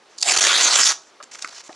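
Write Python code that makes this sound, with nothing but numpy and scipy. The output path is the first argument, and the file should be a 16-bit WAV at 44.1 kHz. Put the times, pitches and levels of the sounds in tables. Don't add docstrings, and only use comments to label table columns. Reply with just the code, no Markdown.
import sys
import numpy as np
from scipy import signal
from scipy.fft import rfft, irfft, next_fast_len
from scipy.io import wavfile
from scipy.ndimage import uniform_filter1d, map_coordinates

SR = 44100
rng = np.random.default_rng(int(sys.argv[2]) if len(sys.argv) > 2 else 0)


def invert_db(level):
    return 10 ** (np.asarray(level, dtype=float) / 20)


def put_to_file(sound):
    columns = np.atleast_2d(sound).T
    safe = np.clip(columns, -1, 1)
    whole_steps = np.round(safe * 32767)
    wavfile.write(sys.argv[1], SR, whole_steps.astype(np.int16))


N = 77175


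def unit(x):
    return x / np.sqrt(np.mean(x ** 2) + 1e-20)


def along(points, hz):
    f, v = np.transpose(points)
    return np.interp(np.log(hz + 1), np.log(f + 1), v)


def wobble(rate):
    knots = rng.standard_normal(int(N / SR * 400) + 4)
    return map_coordinates(knots, [np.arange(N) * min(rate, 399) / SR])


def filtered(x, response):
    m = next_fast_len(len(x) + 8192)
    return irfft(rfft(x, m) * response(np.fft.rfftfreq(m, 1 / SR)), m)[..., :len(x)]


def colour(x, points):
    def response(hz):
        cepstrum = irfft(np.log(invert_db(along(points, hz)) + 1e-6))
        half = len(cepstrum) // 2
        cepstrum[1:half] *= 2
        cepstrum[half + 1:] = 0
        return np.exp(rfft(cepstrum))
    return filtered(x, response)


def band(hz, centre_hz, width):
    return np.exp(-.5 * (np.log((hz + 1) / centre_hz) / width) ** 2)


def ring(x, centre_hz, width_hz):
    def response(f):
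        damping = 1j * f * width_hz
        return damping / (centre_hz ** 2 - f * f + damping)
    return filtered(x, response)


def stroke(start, length, edge):
    u = (np.arange(N) / SR - start) / length
    return np.clip(u / edge, 0, 1) * np.clip((1 - u) / 0.058, 0, 1)


def crackle(per_s, spread_db, hiss_db):
    chance, sign, size = rng.random((3, N))
    size_db = np.minimum(-spread_db * np.log(1 - size), 12)
    breaks = (chance < per_s / SR) * np.sign(sign - .5) * invert_db(size_db)
    return unit(unit(breaks) + invert_db(hiss_db) * rng.standard_normal(N))


def rip():
    # time in seconds, pull level in dB.
    pull = [
        (.236, -32.5),
        (.29, -16.5),
        (.35, -20.5),
        (.43, -15.5),
        (.57, -17),
        (.65, -15.5),
        (.72, -16.5),
        (.865, -15),
        (.922, -20),
    ]
    # start in seconds, length in seconds, drop in dB.
    stalls = [
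        (.357, .005, 7),
        (.379, .0065, 12),
        (.401, .0075, 13),
        (.694, .012, 4),
        (.847, .004, 7),
    ]
    # centre time in seconds, spread in seconds, strip resonance in Hz, lift in dB.
    flutters = [(0.297, 0.032, 7350, 13.5), (0.306, 0.011, 5150, 9), (0.301, 0.017, 2450, 7.5),
                (0.343, 0.013, 6190, 4), (.34, 0.0075, 3020, 9), (.37, .008, 1650, 1.5),
                (.43, 0.044, 6570, 10), (0.441, 0.016, 1770, 6.5), (.47, .014, 6820, -0.5),
                (.49, 0.047, 3460, 7.5), (.515, 0.016, 1320, 11.5), (0.521, .012, 4750, 8.5),
                (.535, 0.014, 6780, 12.5), (0.556, .018, 3625, 6.5), (.58, 0.0111, 6660, 9),
                (0.619, 0.07, 3570, 7.5), (.625, 0.059, 4560, 6.5), (0.629, 0.016, 7480, 11),
                (0.657, 0.026, 6310, 13.5), (.67, 0.008, 3850, 5), (0.727, 0.016, 4420, 9),
                (.738, 0.02, 3220, 5.5), (.752, 0.012, 5840, 10), (.77, 0.038, 7340, 5.5),
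                (.8, 0.03, 1340, 9), (.81, 0.012, 5900, 2.5), (0.831, 0.075, 7230, 6.5),
                (0.853, 0.037, 5200, 9.5), (0.867, 0.0029, 3300, 13.5), (.9, .014, 6100, 11),
                (.912, 0.0072, 4200, 10), (.88, 0.046, 1080, 2.5)]
    # time in seconds, boom of the bent sheet in dB.
    bend = [
        (0.249, -1),
        (.33, 8),
        (.43, 3.5),
        (.52, 5.5),
        (.59, 9),
        (.65, 9.5),
        (0.719, 5),
        (.79, 3.5),
        (.855, -2),
        (.92, 2.5),
    ]
    hz, t, z = signal.stft(fibres(), SR, nperseg=256)
    hz = hz[:, None]
    bend_s, boom_db = np.transpose(bend)
    lift_db = np.interp(t, bend_s, boom_db) / (1 + (hz / 2400) ** 4)
    for at, spread, ring_hz, db in flutters:
        width = .075 * (6000 / ring_hz) ** .5
        lift_db = lift_db + db * band(hz, ring_hz, width) * np.exp(-.5 * ((t - at) / spread) ** 2)
    patches = uniform_filter1d(rng.standard_normal(z.shape), size=5, axis=0)
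    patches = 2.2 * unit(uniform_filter1d(patches, size=16, axis=1))
    z = z * invert_db(lift_db + patches)
    slow = np.sqrt(uniform_filter1d(np.sum(abs(z) ** 2, 0), size=9) + 1e-20)
    x = unit(signal.istft(z / slow, SR, nperseg=256)[1][:N])

    t = np.arange(N) / SR
    pull_s, pull_db = np.transpose(pull)
    level_db = np.interp(t, pull_s, pull_db) + 1.6 * wobble(260)
    ease_s, release_s = .004, .045
    for start, length, drop_db in stalls:
        level_db = level_db - drop_db * np.clip((t - start + ease_s) / ease_s, 0, 1) * (t < start + length)
    release = invert_db(-60 * np.clip(t - pull_s[-1], 0, 1) / release_s)
    return x * invert_db(level_db) * (t > pull_s[0]) * release


def fibres():
    # frequency in Hz, fibre spectrum in dB per Hz.
    fibre_spectrum = [(35, -49.5), (60, -33.5), (156, -31.5), (354, -11.5), (501, -13), (1240, -5),
                      (2430, -2), (6300, -0.5), (10600, -13), (13800, -60.5), (22000, -120)]
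    grain_hz = [1500, 3700, 6800]

    def breaks():
        return crackle(3600 / 2, 4.5, -7)

    def share(f, hz):
        return band(f, hz, 0.4) / (sum(band(f, h, 0.42) for h in grain_hz) + 1e-30)

    apart = sum(filtered(breaks(), lambda f: np.sqrt(share(f + 300, hz))) for hz in grain_hz)
    return colour(apart + 1.35 * breaks(), fibre_spectrum)


def snaps():
    # start in seconds, peak in dB, low part in dB, decay time T60 in seconds.
    creases = [(.174, -33.5, -24.5, .008), (0.18, -23, -24, 0.011), (0.184, -17.5, -25, 0.032),
               (0.197, -21, -29, 0.0095), (.205, -20.5, -24.5, .006), (0.208, -13, -37, 0.0054),
               (0.2131, -13, -31, 0.039), (0.2255, 0, -20, 0.015), (0.229, 4.5, -17.5, 0.011),
               (.2585, -7, -15.5, .008), (0.299, -11.5, -10, 0.0036), (.343, -16, 0, 0.0055),
               (0.4507, 2.5, -17.5, 0.0062), (.564, -4, -9, .004), (0.65, 2.5, -17, .005),
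               (.2505, -37, -16.5, 0.0098), (0.27, -13.5, -15, 0.0063), (0.285, 0.5, -6, .004),
               (0.288, -5, -15, .004), (.321, 0, -1, 0.0049), (.366, -4, -6.5, 0.018),
               (0.3747, 0.5, -37, 0.012), (.386, -2, -16, 0.008), (0.408, -8, -6, 0.011),
               (0.4281, 5, -35, 0.003), (0.4697, 7, -6.5, 0.0018), (0.592, -4.5, -1.5, .003),
               (.76, 5.5, -9.5, 0.0039), (0.867, -1, -16, 0.0214), (.899, -5, -9, 0.016),
               (1.227, -23, -7, 0.012), (1.33, -29, -20, .008), (1.4235, -8.5, -27, .008),
               (1.4272, -26.5, -14, .006), (1.4452, -17.5, -6.5, 0.0039), (1.4467, -16.5, -3, 0.0099),
               (1.511, -32, -15.5, 0.0103), (1.555, -27, -21, .012), (1.475, -20, -8, 0.013),
               (1.728, -34, 2, 0.0048)]
    # frequency in Hz, gain of the bright paper in dB.
    bright = [(1800, -33), (3600, -6.5), (4600, 6), (5600, -1.5), (7300, 0.5), (8500, -9), (10500, -16.5)]
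    # frequency in Hz, gain of the thud in dB.
    thud = [(80, -67), (250, -40), (600, -4), (1400, -7), (2600, 4), (3800, -34.5)]
    high, low, t = np.zeros(N + SR), np.zeros(N + SR), np.arange(SR // 8) / SR
    for s, db, low_db, t60 in creases:
        burst = rng.standard_normal(len(t))
        burst[8] = 9 * np.sign(burst[8])
        burst *= invert_db(db - 10 - 60 * t / max(t60, .002)) * (1 - np.exp(-t / 0.00033))
        start = round(s * SR)
        high[start:][:len(t)] += burst
        low[start:][:len(t)] += burst * invert_db(low_db + 7.5)
    return 2 * (colour(high[:N], bright) + colour(low[:N], thud))


def cover():
    # start in seconds, length in seconds, level in dB, resonance in Hz.
    drumming = [
        (0.219, 0.041, -40.5, 720),
        (0.255, 0.01, -32, 690),
        (0.26, 0.014, -30, 668),
        (0.28, 0.029, -28.5, 756),
        (0.301, 0.025, -32.5, 764),
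        (0.331, 0.024, -34, 727),
        (0.408, 0.027, -30, 693),
    ]
    x = crackle(1500, 3, 0)
    out = np.zeros(N)
    for s, length, db, hz in drumming:
        width_hz = hz / 4
        drum = unit(ring(ring(x, hz, width_hz), hz, width_hz))
        out += invert_db(db) * stroke(s, length, 0.39) * drum
    return out


def taps():
    # start in seconds, level in dB, decay time T60 in seconds, resonance in Hz.
    touches = [(.2115, -40, .014, 3520), (0.215, -38, .012, 2320), (1.349, -29.5, 0.016, 2170),
               (1.354, -30.5, 0.014, 1800), (1.435, -40, 0.028, 726), (1.453, -33, 0.06, 1213),
               (1.728, -36, 0.015, 2050), (1.2015, -30.5, 0.02, 1290), (1.202, -43.5, 0.085, 582),
               (1.208, -35, 0.04, 1230), (1.316, -46, 0.025, 1775), (1.353, -37, 0.027, 1260),
               (1.389, -41, .02, 1542), (1.445, -22, 0.024, 1310), (1.4461, -20, 0.014, 2060),
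               (1.485, -35.5, 0.036, 993), (1.526, -32, 0.025, 960), (1.527, -36, 0.023, 1420),
               (1.692, -30.5, 0.056, 660), (1.693, -38.5, 0.067, 1224), (1.692, -34, 0.034, 341),
               (1.702, -34, 0.048, 733), (1.728, -29, 0.0072, 4015), (1.203, -35, .025, 1627),
               (1.443, -37.5, 0.04, 337), (1.231, -43.5, 0.018, 300), (1.693, -41, 0.018, 1850)]
    rattle_q, rise_s = 3.5, 0.0006
    out, t = np.zeros(N + SR), np.arange(SR // 8) / SR
    for s, db, t60, hz in touches:
        fall = invert_db(db - 0.5 - 60 * t / t60) * (1 - np.exp(-t / rise_s))
        rattle = ring(fall * rng.standard_normal(len(t)), hz, hz / rattle_q)
        rattle = ring(rattle, hz, hz) * np.sqrt(SR * rattle_q / hz)
        tone = ring(fall * np.sin(2 * np.pi * hz * t), hz, hz)
        out[round(s * SR):][:len(t)] += tone + 0.4 * rattle
    return out[:N]


def rub():
    # start in seconds, length in seconds, level in dB, centre of the colour in Hz.
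    strokes = [(0.094, 0.076, -60.5, 5800), (.96, .15, -57.5, 6550), (1.231, .012, -42, 6900),
               (1.311, 0.02, -43, 6360), (1.329, 0.017, -41, 6300), (1.345, 0.012, -37.5, 5550),
               (1.351, .03, -48.5, 6500), (1.384, .013, -41, 6300), (1.398, 0.032, -48, 6000),
               (1.416, 0.02, -44, 5400), (1.4205, .0065, -34, 5600), (1.424, 0.0087, -43.5, 6000),
               (1.44, 0.033, -46, 5500), (1.483, .014, -39.5, 5200), (1.498, 0.07, -42.5, 5300),
               (1.55, 0.042, -41, 5410), (1.592, 0.025, -42, 5160), (1.633, 0.051, -46.5, 6620),
               (1.683, .07, -52, 5900)]
    # frequency in Hz, friction spectrum in dB per Hz.
    skin = [(200, -13.5), (700, -0.5), (2000, 2.5), (4500, 0), (7500, -1.5), (8500, -10.5), (10500, -13)]
    x = colour(crackle(2500, 3, 0.0), skin) * invert_db(1.8 * wobble(160))
    out = np.zeros(N)
    for s, length, db, hz in strokes:
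        tinted = unit(filtered(x, lambda f: invert_db(8 * band(f, hz, 0.23))))
        out += invert_db(db) * stroke(s, length, .15) * tinted
    return out


def room(x):
    # frequency in Hz, decay time T60 in seconds.
    decay = [(300, 0.57), (2000, 0.2), (6000, 0.28), (10000, .2)]
    out = np.zeros(2 * N)
    for i in range(0, N, 4096):
        hz, t, z = signal.stft(rng.standard_normal(SR // 2), SR, nperseg=256)
        fall = invert_db(-60 * t / along(decay, hz)[:, None])
        tail = signal.istft(z * fall, SR, nperseg=256)[1]
        wet = signal.fftconvolve(x[i:i + 4096], tail / np.linalg.norm(tail))
        out[i + 120:][:len(wet)] += wet
    return out[:N]


def hush():
    # frequency in Hz, background spectrum in dB per Hz.
    quiet = [(15, -89), (25, -52.5), (385, -8), (548, -10), (1140, -10), (1260, -10), (1710, -14.5),
             (6070, -20), (10600, -37.5), (13800, -46), (22000, -120)]
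    return invert_db(-54.5 + 0.8 * wobble(8)) * unit(colour(rng.standard_normal(N), quiet))


def scene():
    paper = rip() + cover() + snaps() + taps() + rub()
    return np.tile(paper + invert_db(-12.5) * room(paper) + hush(), (2, 1))


def roll_off(x):
    return signal.sosfilt(signal.butter(12, 11210, fs=SR, output="sos"), x)


def record(dry):
    # frequency in Hz, side over mid in dB.
    side_level = [(30, -7), (130, -27.5), (650, -54.5), (1500, -53.5), (3300, -67), (4500, -22),
                  (7100, -10.5), (8500, -6.5), (9700, -0.5)]
    # frequency in Hz, side phase in radians.
    side_phase = [(100, 2.1), (400, 1.2), (5000, 2.25), (7000, 2.45), (8300, 3.5), (9500, 1.7),
                  (10300, 0.41)]
    # frequency in Hz, unrelated part over the side in dB.
    unrelated = [(100, -3), (5000, -23), (7500, -17.5), (8500, 2), (9700, 7)]
    # frequency in Hz, difference between the ports' self-noise in dB per Hz.
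    self_noise = [(18, -71.5), (30, -38), (322, -6), (392, -6.5), (4000, -17.5), (10400, -21), (13500, -64),
                  (22000, -120)]
    top_hz = 10360
    mid = filtered(dry[0], lambda hz: 1 / (1 + (hz / top_hz) ** 160))
    loose = np.real(signal.hilbert(mid) * np.exp(3j * wobble(83)))
    side = filtered(mid, lambda hz: invert_db(along(side_level, hz)) * np.exp(1j * along(side_phase, hz)))
    side = side + filtered(loose, lambda hz: invert_db(along(side_level, hz) + along(unrelated, hz)) * (hz < top_hz))
    noise = unit(colour(rng.standard_normal(N), self_noise))
    side = side + invert_db(-69) * filtered(noise, lambda hz: hz < top_hz)
    return roll_off(np.clip([mid + side, mid - side], -1, 1))


dry = scene()
out = record(dry)
put_to_file(out)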